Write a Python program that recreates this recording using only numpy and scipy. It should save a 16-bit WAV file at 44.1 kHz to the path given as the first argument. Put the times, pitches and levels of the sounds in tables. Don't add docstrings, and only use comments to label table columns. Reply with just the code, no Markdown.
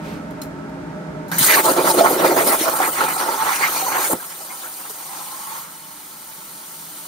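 import sys
import numpy as np
from scipy import signal
from scipy.fft import rfft, irfft, next_fast_len
from scipy.io import wavfile
from scipy.ndimage import map_coordinates

SR = 44100
rng = np.random.default_rng(int(sys.argv[2]) if len(sys.argv) > 2 else 0)


def file_out(sig):
    cols = np.atleast_2d(sig).T
    lim = np.clip(cols, -1, 1)
    pcm = np.round(lim * 32767).astype(np.int16)
    wavfile.write(sys.argv[1], SR, pcm)


N = 311787
HZ = np.maximum(np.fft.rfftfreq(next_fast_len(N), 1 / SR), 1)
AIR_ON_S, STRIKE_S, BREAK_S, EASE_S = 1.314, 1.382, 4.135, 5.6


def amp(db):
    return 10 ** (np.asarray(db) / 20)


def rms_one(x):
    return x / np.sqrt(np.mean(x ** 2) + 1e-20)


def in_time(rows):
    s, *columns = np.transpose(rows)
    return [np.interp(np.arange(N) / SR, s, c) for c in columns]


def at_hz(points):
    hz, values = np.array(points).T
    return np.interp(np.log(HZ), np.log(hz), values)


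def peak(hz, width_hz):
    return 1 / (1 + (2 * (HZ - hz) / width_hz) ** 2)


def noise(gain):
    real, imaginary = rng.standard_normal((2, 2, len(HZ)), dtype=np.float32)
    spectrum = (real + 1j * imaginary) * np.float32(gain)
    return rms_one(irfft(spectrum, next_fast_len(N))[:, :N])


def drift(rate_hz):
    r = np.exp(-64 * np.pi * rate_hz / SR)
    draws = rng.standard_normal(N // 32 + 2002)
    slow = signal.lfilter([1], [1, -2 * r, r * r], draws)[2000:]
    return np.interp(np.arange(N) / 32, np.arange(len(slow)), rms_one(slow))


def since(s):
    return np.maximum(np.arange(N) / SR - s, 0)


def decay(age_s, t60_s, rise_s):
    return (1 - np.exp(-age_s / rise_s)) * amp(-60 * age_s / t60_s)


def glide(s, db, hz, t60_s, rise_s=0.0013, slide=1):
    out, start = np.zeros(N), round(s * SR)
    age_s = np.arange(min(round(1.5 * t60_s * SR), N - start)) / SR
    pitch_hz = hz * slide ** np.minimum(age_s / t60_s, 1)
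    sine = np.sin(2 * np.pi * np.cumsum(pitch_hz) / SR)
    out[start:start + len(age_s)] = amp(db) * decay(age_s, t60_s, rise_s) * sine
    return out


def hum():
    # t/s, level/dB
    hum_level = [(0.0, -33.5), (1.38, -33.5), (1.61, -41.5), (2.32, -49.5), (3.19, -47), (4.15, -51),
                 (4.45, -58), (5.44, -55), (7.07, -53)]
    # f/Hz, relative level/dB
    rush_colour = [(18, -63), (30, -22), (65, -13), (97, -19), (130, -12.5), (160, -4), (304, -11.5),
                   (470, -20), (624, -16), (674, -20), (917, -17), (1040, -22.5), (1460, -19.5),
                   (2990, -37.5), (9280, -47), (11100, -50), (14000, -56)]
    # f/Hz, width/Hz, relative level/dB
    casing_tones = [(163, 20, -13), (192.3, 5.4, -12.5), (213.3, 9.2, -12), (274, 8.1, -15),
                    (307.8, 14, -12.5), (364, 8.7, -16.5), (420, 20, -19.5), (506, 20, -26.5),
                    (560, 10, -29), (800, 22, -27), (615, 34, -15.5), (907, 24, -22), (1310, 13, -21)]
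    # f/Hz, mean level against the hum/dB
    motor_lines = [(165, -14), (274.3, -15), (303, -17)]
    # f/Hz, level/dB
    spread = [(60, -3), (200, 4), (380, 11.5), (700, -1), (1300, 1.5), (3000, 4)]
    waver_db, waver_rate_hz = 2.5, 2.8
    rush_power = amp(at_hz(rush_colour)) ** 2
    tone_power = sum(amp(db + 11.5) ** 2 * peak(hz, width) ** 2 for hz, width, db in casing_tones)
    motors = np.zeros(N)
    for hz, db in motor_lines:
        motors += amp(db + waver_db * drift(waver_rate_hz)) * np.sin(2 * np.pi * hz * since(0))
    fans = noise(np.sqrt(rush_power + tone_power) * amp(at_hz(spread) * [[0], [1]]))
    level_db = in_time(hum_level)[0] + 5.5 + 0.29 * drift(1.2)
    return amp(level_db) * (fans + motors)


def clicks_and_leak():
    # t/s, level/dB, t60/s
    click_rows = [(0.3077, -41, 0.019), (0.4163, -25, 0.024), (.432, -37, .025), (0.6944, -52, 0.026),
                  (1.2805, -44, 0.33), (4.1315, -17, 0.01)]
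    # f/Hz, width/Hz, lift/dB
    burst_ring = [(1400, 300, 10), (4060, 180, 10), (5200, 170, 8), (6900, 320, 11), (10300, 670, 5),
                  (12000, 3500, 6)]
    # t/s, level/dB
    leak_level = [(0, -50), (.06, -38), (.14, -39), (.22, -51), (.4, -58), (.5, -100)]
    ring_db = sum(db * peak(hz, width) for hz, width, db in burst_ring)
    ringing_noise = noise(amp(ring_db) * HZ / (HZ + 2000))
    bursts = np.zeros(N)
    for s, db, t60_s in click_rows:
        start = round(s * SR)
        age_s = np.arange(min(SR, N - start)) / SR
        tail = 0.24 * decay(age_s, 6.9 * t60_s, 0.0019)
        bursts[start:start + len(age_s)] += amp(db) * (decay(age_s, t60_s, 0.00068) + tail)
    leak_colour_db = at_hz([(800, 5.0), (2000, 1.0), (9000, -13.5), (15000, -17)])
    return ringing_noise * bursts + amp(in_time(leak_level)[0]) * noise(amp(leak_colour_db))


def valve_pings():
    # t/s, level/dB, f/Hz, t60/s
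    ping_rows = [(.4192, -24, 4100, .03), (0.4205, -30, 5350, .025)]
    return sum(glide(*row, slide=1) for row in ping_rows) * [[1], [.5]]


def gas_levels():
    preflow_db = [-43, -28, -31.5, -34.5, -29]
    preflow_slope = [0.1, -150, -150, -3, 0.1]
    arc_db = [-0.13, -33, -38.5, -36, -24.5]
    arc_slope = [-0.2, -2, -5.5, -3, -0.28]
    # t/s, level/dB
    deep_level = [(1.4, -32.5), (1.6, -33.5), (2.1, -27.5), (2.45, -28), (2.9, -39.5), (3.6, -51.5),
                  (4.12, -30)]
    break_fall_s = [0.089, 0.14, 0.038, .012, 0.005]
    after_db = [-50.5, -44.5, -50.5, -45, -33.5]
    after_slope = [-2, 0.5, 4.5, 3.0, 0.94]
    ease_drop_db = [-6, -4, -6.5, -6.5, -6.5]
    ease_fall_s = [0.18, 0.1, 0.11, 0.06, 0.08]
    calm_slope = [3.6, 0.72, 0.3, 2.1, 3.2]
    # peak t/s, length/s, lift of each region/dB (5)
    gush_rows = [(1.386, 0.023, -13, -2, 9, 2.5, 9.5), (1.42, 0.045, -11, 5.5, 10, 12, 8.5),
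                 (1.461, 0.043, -4, 3.5, 10.5, 10.5, 11), (1.504, 0.046, 4.5, 10, 23, 13.5, 10),
                 (1.547, 0.035, 10, 7.5, 22, 17, 7.5), (1.587, 0.042, 17, 16.5, 16.5, 8.5, 8),
                 (1.652, 0.034, 3, 4.5, 4.6, 7.5, 6), (1.698, 0.069, 12.5, 13, 8.1, 8, 6.5),
                 (1.789, 0.056, 15, 12.5, 12.5, 5, 1), (1.869, 0.055, 12.5, 16, 12, 11, 5),
                 (1.911, 0.036, 7, 8.5, 6.4, 10, 6), (1.946, 0.019, 11.5, 5, 5.1, 5, 4.5),
                 (1.997, 0.062, 14.5, 13.5, 16.2, 14.5, 4), (2.059, 0.037, 5.5, 14.5, 7.2, 5.5, 2),
                 (2.108, 0.086, 7, 9, 9.9, 5, 2.5), (2.165, .04, -1, 3, 4.9, 1, -1.5),
                 (2.201, 0.039, 8, 8.5, 15.5, 6, -0.5), (2.251, 0.067, 12, 12, 14, -0.5, -1),
                 (2.315, 0.053, 12.5, 10, 11, 6, -1.5), (2.268, 0.042, 0, 3.5, 6.2, 10, 4.5),
                 (2.396, 0.074, 10, 13.5, 19, 8, 3), (2.486, 0.058, 8, 10.5, 15, 11.5, 8),
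                 (2.536, 0.049, 5.5, 13, 17.6, 7.5, 6), (2.621, 0.066, 4.5, 3, 14, 11, 4),
                 (2.672, 0.045, 2, 11, 7.9, 3, 0), (2.738, 0.12, 5, 9.5, 7.8, 6.5, 2),
                 (2.811, 0.041, 8.5, 7.5, 9, 5, 0), (2.851, 0.054, 5, 13.5, 21.6, 5.5, 2),
                 (2.891, 0.032, 10, 7.5, 3.6, 3, 2.5), (2.959, 0.052, 1, 7.5, 13.7, 8, 1.5),
                 (3.018, 0.071, 14, 14.5, 20.8, 7.5, -0.5), (3.096, 0.085, 9, 12.5, 19.3, 5.5, 1),
                 (3.165, 0.038, 4, 6, 3, 4, 0), (3.212, 0.059, 7, 10.5, 16.5, 8, 1),
                 (3.304, 0.14, 16, 12, 13, 7.5, -2), (3.408, 0.053, -2, 10.5, 15.7, 7.5, -1.5),
                 (3.485, 0.095, 11, 15, 24.3, 11, 1.5), (3.554, 0.048, -12, 3, 14, 8.5, 1),
                 (3.642, 0.12, 5, 13, 28.2, 12, 0), (3.778, 0.12, 7.5, 9, 21.3, 12, 1.5),
                 (3.863, 0.058, 4.5, 2.5, 5.3, 4, 0), (3.928, 0.087, 4, 11.5, 20.5, -1, 0),
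                 (3.979, 0.1, 4, 7, 7, 2, -1.5), (4.044, 0.12, -5, 8.5, 24.4, 9, 5),
                 (4.132, 0.041, 7.5, 11, 13.5, 0, 5)]
    # peak t/s, length/s, lift of each region/dB (5)
    slosh_rows = [(4.238, 0.038, 1.3, 4.1, 5, 1.9, .6), (4.32, 0.054, 0.56, 2.7, 7.9, 1.3, 0.89),
                  (4.41, 0.025, 7.3, 1.5, 0.77, .6, 0.41), (4.512, 0.076, 3.1, 4.5, 4.3, 0.58, 0.37),
                  (4.65, 0.072, 4.6, 3.9, 4.7, 2, .6), (4.86, 0.019, 2.5, 5.1, 4.8, 1.1, 0.72),
                  (4.905, 0.017, 3.7, 1.8, 1.1, 1.6, 2), (5.17, 0.095, 2.2, 3.9, 2.5, 2.1, 0.45),
                  (5.54, 0.065, 2.6, 2.5, 1.4, 1.3, 0.53)]
    strike_rise_s = 0.0021
    edge = 2.74

    def column(v):
        return np.reshape(v, (-1, 1))

    t = np.arange(0, N, 32) / SR
    s, length_s, *lifts_db = np.transpose(gush_rows + slosh_rows)
    swell = 2.0 ** -np.abs(2 * (t - column(s)) / column(length_s)) ** edge
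    surge_db = np.array(lifts_db) @ swell
    before = column(preflow_db) + column(preflow_slope) * (t - AIR_ON_S)
    before = np.minimum(before, column(preflow_db))
    arc = column(arc_db) + column(arc_slope) * (t - STRIKE_S)
    arc[0] += np.interp(t, *np.transpose(deep_level))
    calm_s = np.maximum(t - EASE_S, 0)
    after = column(after_db) + column(after_slope) * (t - BREAK_S - calm_s)
    after = after + column(ease_drop_db) * np.minimum(calm_s / column(ease_fall_s), 1)
    after = after + column(calm_slope) * calm_s
    struck = np.clip((t - STRIKE_S) / strike_rise_s, 0, 1)
    broken = np.clip((t - BREAK_S) / column(break_fall_s), 0, 1)
    levels = (1 - struck) * before + (struck - broken) * arc + broken * after + struck * surge_db
    return [np.interp(np.arange(N) / SR, t, db) for db in levels]


def patchy(colour, patch_db, blob_hz, blob_s):
    # f/Hz, width/Hz, lift/dB
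    plate_modes = [(365, 21, 1), (533, 35, 7), (648.6, 43, 8.5), (887, 42, 6), (1087, 43, 5.5),
                   (1320, 17, 4.5), (2000, 8.7, 9.5), (2427, 29, 6.5), (2980, 20, 11.5), (4070, 6.9, 9),
                   (4360, 17, 8), (5180, 28, -30), (9000, 130, -1), (9800, 31, -1)]
    plate_db = sum(db * peak(hz, width) for hz, width, db in plate_modes)
    gas = noise(amp(at_hz(colour) + plate_db))
    hz, s, cells = signal.stft(gas.astype(np.float32), SR, nperseg=512)
    coarse = rng.standard_normal((200, 800))
    large_grid = np.meshgrid(hz / blob_hz, s / blob_s, indexing="ij")
    small_grid = np.meshgrid(3 * hz / blob_hz, 2.5 * s / blob_s, indexing="ij")
    blobs = map_coordinates(coarse, large_grid, order=1, mode="wrap")
    blobs = blobs + 0.96 * map_coordinates(coarse.T, small_grid, order=1, mode="wrap")
    depth_db = np.interp(s, np.arange(N) / SR, patch_db)
    cells = cells * amp(depth_db * np.clip(blobs, -3, 2))
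    return rms_one(signal.istft(cells, SR, nperseg=512)[1][:, :N])


def torch(levels):
    # f/Hz, relative level/dB
    deep_colour = [(59, -59), (100, -26), (157, -9.5), (214, -8.5), (352, 4), (439, 0), (646, -0.5),
                   (709, -4), (900, -7.5), (1170, -28), (1980, -120)]
    hollow_colour = [(350, -27), (600, -42), (683, -22), (735, -2.5), (878, -0.5), (1230, -2.5), (1340, 2),
                     (1590, -10), (1900, -9), (2470, -37), (4180, -120)]
    splatter_colour = [(880, -51), (1500, 1.5), (1630, 3.5), (2120, 2), (2710, -6.5), (3300, -13.5),
                       (4290, -11), (7260, -120)]
    sizzle_colour = [(1820, -21), (3100, -1.5), (4180, 0.5), (4980, 1), (6360, 0), (7000, -8), (9100, -58),
                     (15400, -120)]
    nozzle_colour = [(5500, -24.5), (6500, 0), (7700, 1.5), (9000, 4.5), (10200, 4), (11300, 4.5),
                     (13000, 2.5), (14500, 5), (15300, 5), (16000, 1)]
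    colours = (deep_colour, hollow_colour, splatter_colour, sizzle_colour, nozzle_colour)
    lit = np.clip(since(AIR_ON_S) / 0.0022, 0, 1)
    unrest = np.interp(np.arange(N) / SR, [4.13, 4.15, 5.6, 5.8], [0.85, 0.75, 0.46, 0.33])
    flutter = unrest * np.clip(drift(57.0), -2, 2)
    shared_db, patch_db = [1.8, 1.84, 0.13, 0.95, 1.02], [2.2, 2.4, 5.2, 4.9, 2.7]
    blob_hz, blob_s = [156, 248, 404, 577, 1660], [0.03082, .03, .025, .022, 0.044]
    gas = np.zeros((2, N))
    for db, colour, shared, patch, hz, s in zip(levels, colours, shared_db, patch_db, blob_hz, blob_s):
        gas += amp(db + shared * flutter) * patchy(colour, patch * unrest, hz, s)
    return lit * gas


def whistle():
    centre_hz, width_hz, level_db, t60_s = 1650, 270, -23.5, 0.29
    return amp(level_db) * decay(since(AIR_ON_S), t60_s, 0.0037) * noise(peak(centre_hz, width_hz))


def spatter(level_db, per_s, low_hz, high_hz):
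    burning = (since(STRIKE_S) > 0) & (since(BREAK_S) == 0)
    sizes = amp(4.3 * np.minimum(rng.exponential(1, (2, N)), 3)) * rng.choice([-1, 1], (2, N))
    clicks = sizes * (rng.random(N) < per_s / SR)
    band = signal.butter(4, [low_hz, high_hz], "band", fs=SR, output="sos")
    return burning * amp(level_db) * rms_one(signal.sosfilt(band, clicks))


def arc_pops():
    # t/s, level/dB, start f/Hz, t60/s
    pop_rows = [(1.41, -11, 202, 0.041), (4.1312, -5, 1050, 0.02), (4.133, 2.5, 420, 0.0081),
                (4.135, -17, 258, 0.054)]
    pops = sum(glide(*row, slide=0.27) for row in pop_rows)
    high_pass = signal.butter(2, 75, "high", fs=SR, output="sos")
    return signal.sosfilt(high_pass, pops) * [[1], [.3]]


def molten_slugs():
    # t/s, level/dB, start f/Hz, t60/s, rise/s
    slug_rows = [(1.482, -15, 1320, 0.13, .002), (1.52, -12, 2140, 0.043, .004),
                 (1.569, -5, 1123, 0.076, 0.0036), (1.585, -13, 720, 0.043, 0.0045),
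                 (1.649, -14.5, 887, 0.19, .002), (1.682, -6.5, 1022, 0.069, 0.0017),
                 (1.781, -10.5, 362, 0.11, .002), (1.843, -8, 620, 0.033, .001),
                 (1.872, -7, 1350, .04, .003), (1.9, -2.5, 906, 0.073, 0.0053),
                 (1.938, -16, 528, 0.045, .002), (1.978, -6.5, 312, 0.045, 0.0025),
                 (1.989, -8, 1330, .04, .003), (2.008, 8.5, 690, 0.055, 0.011),
                 (2.045, -1, 685, 0.03, 0.00054), (2.06, -3, 900, .04, .002),
                 (2.163, -5, 384, 0.038, 0.0026), (2.244, -6, 930, 0.06, 0.0018),
                 (2.465, -12, 590, 0.049, 0.0022), (2.61, -5, 350, 0.027, 0.0023),
                 (2.664, -14, 664, 0.13, 0.0018), (2.802, -6, 777, 0.066, .001),
                 (2.851, -15, 1350, .05, 0.0043), (3.014, -8.5, 880, 0.045, .003),
                 (3.048, -10.5, 893, 0.05, 0.0018), (3.165, -12, 780, 0.043, 0.0022),
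                 (3.198, -15, 1080, 0.039, .002), (3.284, -13.5, 915, 0.14, 0.0017),
                 (3.339, -15, 934, 0.073, 0.0018), (3.468, -15.5, 1143, 0.11, .002),
                 (3.503, -12, 1000, 0.061, .003), (3.607, -17, 850, 0.039, 0.0022),
                 (3.635, -9.5, 1176, 0.049, .003), (3.682, -9, 1314, .04, .003),
                 (3.747, -9, 940, 0.022, 0.0018), (3.762, -8, 920, 0.018, 0.0015),
                 (3.822, -16, 777, 0.15, 0.0025), (3.865, -8.5, 1020, 0.046, .002),
                 (3.882, -5, 895, 0.032, .002), (3.956, -12, 950, .05, .003),
                 (3.978, -13, 1102, 0.072, 0.0033), (4.052, -21, 2220, 0.043, .003),
                 (4.098, -10, 533, 0.036, .002)]
    return sum(glide(*row, slide=0.895) for row in slug_rows) * [[1], [.3]]


def kerf():
    # f/Hz, width/Hz, relative level/dB
    kerf_tones = [(2940, 120, -18), (4410, 320, 4.5), (6320, 1100, 5)]
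    # t/s, level/dB
    kerf_level = [(3.3, -80), (3.45, -45), (3.7, -40), (3.8, -32.5), (4.0, -33.5), (4.13, -45),
                  (4.149, -90)]
    level_db = in_time([(3.2, -120)] + kerf_level + [(4.2, -120)])[0] + 2.8 * drift(15.0)
    return amp(level_db) * noise(sum(amp(db) * peak(hz, width) for hz, width, db in kerf_tones))


def hole():
    # t/s, level/dB
    lift_level = [(4.2, -52), (4.45, -56), (4.53, -44), (4.62, -46), (4.78, -51), (4.87, -46), (4.95, -55),
                  (5.1, -39), (5.3, -40), (5.499, -38), (5.56, -34), (5.63, -43), (5.72, -46), (5.8, -67),
                  (5.901, -90)]
    torch_rise_s = 5.05
    rise_per_s, ease_per_s = 0.26, 1
    song = noise(peak(780, 91) + 1.0 * peak(985, 81) + 0.32 * peak(1200, 150))
    climb = rise_per_s * np.minimum(since(torch_rise_s), .7) + ease_per_s * np.minimum(since(EASE_S), .3)
    read = np.cumsum(1 + climb) % (N - 1)
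    song = np.array([np.interp(read, np.arange(N), v) for v in song])
    return amp(in_time([(4.13, -120)] + lift_level + [(6.0, -120)])[0]) * song


def water_bubbles():
    # t/s, level/dB, start f/Hz, t60/s
    bubble_rows = [(4.28, -30, 1900, .04), (4.2, -24, 1560, 0.0486), (4.5, -32, 2100, 0.11),
                   (4.225, -32, 1000, 0.071), (4.405, -30, 770, .05), (4.505, -33, 2350, .05),
                   (4.51, -32, 770, .08), (4.632, -29, 1600, .05), (4.835, -36, 2700, 0.049),
                   (4.641, -23, 1300, 0.054), (4.659, -25, 1460, 0.05), (4.85, -41, 1130, 0.083),
                   (4.901, -32, 415, 0.058), (5.527, -33, 960, 0.055)]
    return sum(glide(*row, slide=1.2) for row in bubble_rows) * [[1], [.5]]


def slots():
    # f/Hz, width/Hz, relative level/dB
    slot_tones = [(895, 74, 4), (1155, 57, -7), (1360, 60, -12), (1460, 50, -3), (1660, 25, -10)]
    level_db, rise_s = -54.5, 0.17
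    fade = np.minimum(since(EASE_S) / rise_s, 1)
    return amp(level_db) * fade * noise(sum(amp(db) * peak(hz, width) for hz, width, db in slot_tones))


def scene():
    levels = gas_levels()
    out = hum() + clicks_and_leak() + valve_pings()
    out = out + torch(levels) + whistle()
    out = out + spatter(levels[3] - 11.0, 450, 2000, 13000)
    out = out + spatter(levels[1] - 7.5, 400, 280, 1440)
    out = out + arc_pops() + molten_slugs() + kerf()
    return out + hole() + water_bubbles() + slots()


def record(dry):
    # f/Hz, correlation
    likeness = [(60, .98), (130, .96), (330, .975), (600, .82), (1200, .62), (1800, .5), (2700, .5),
                (4200, .42), (6500, .3), (8000, .5), (8800, .995), (16000, .998)]
    # f/Hz, level/dB
    tilt = [(60, 0), (130, -1.5), (330, 0), (700, -3.5), (1300, -3), (2400, -1.5), (4400, .5), (8000, 0),
            (15000, 0)]
    # f/Hz, phase/rad
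    phase = [(0, 0), (350, .1), (650, .9), (950, 1.0), (1380, 1.3), (1800, 2.6), (2250, 6.3), (4570, 6.4),
             (6400, 5.2), (7580, 3.9), (8960, -.1), (9650, 0), (10600, -3.0), (11600, -3.3), (12300, -6.2),
             (13400, -6.4), (14300, -9.3), (15000, -9.5), (15500, -12.4)]
    shared, apart = rfft(dry, next_fast_len(N))
    alike = np.clip(at_hz(likeness), 0, 1)
    turn = np.exp(.5j * np.interp(HZ, *np.transpose(phase))) * amp(at_hz(tilt) / 2)
    left = (np.sqrt(1 + alike) * shared + np.sqrt(1 - alike) * apart) * turn
    right = (np.sqrt(1 + alike) * shared - np.sqrt(1 - alike) * apart) / turn
    pair = irfft(np.array([left, right]), next_fast_len(N))[:, :N]
    pair = np.clip(amp(-2.5) * pair, -1, 1)
    bass_cut = signal.butter(3, 52, "high", fs=SR, output="sos")
    top_cut = signal.cheby2(24, 75, 16000, fs=SR, output="sos")
    return signal.sosfilt(top_cut, signal.sosfilt(bass_cut, pair))


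dry = scene()
out = record(dry)
file_out(out)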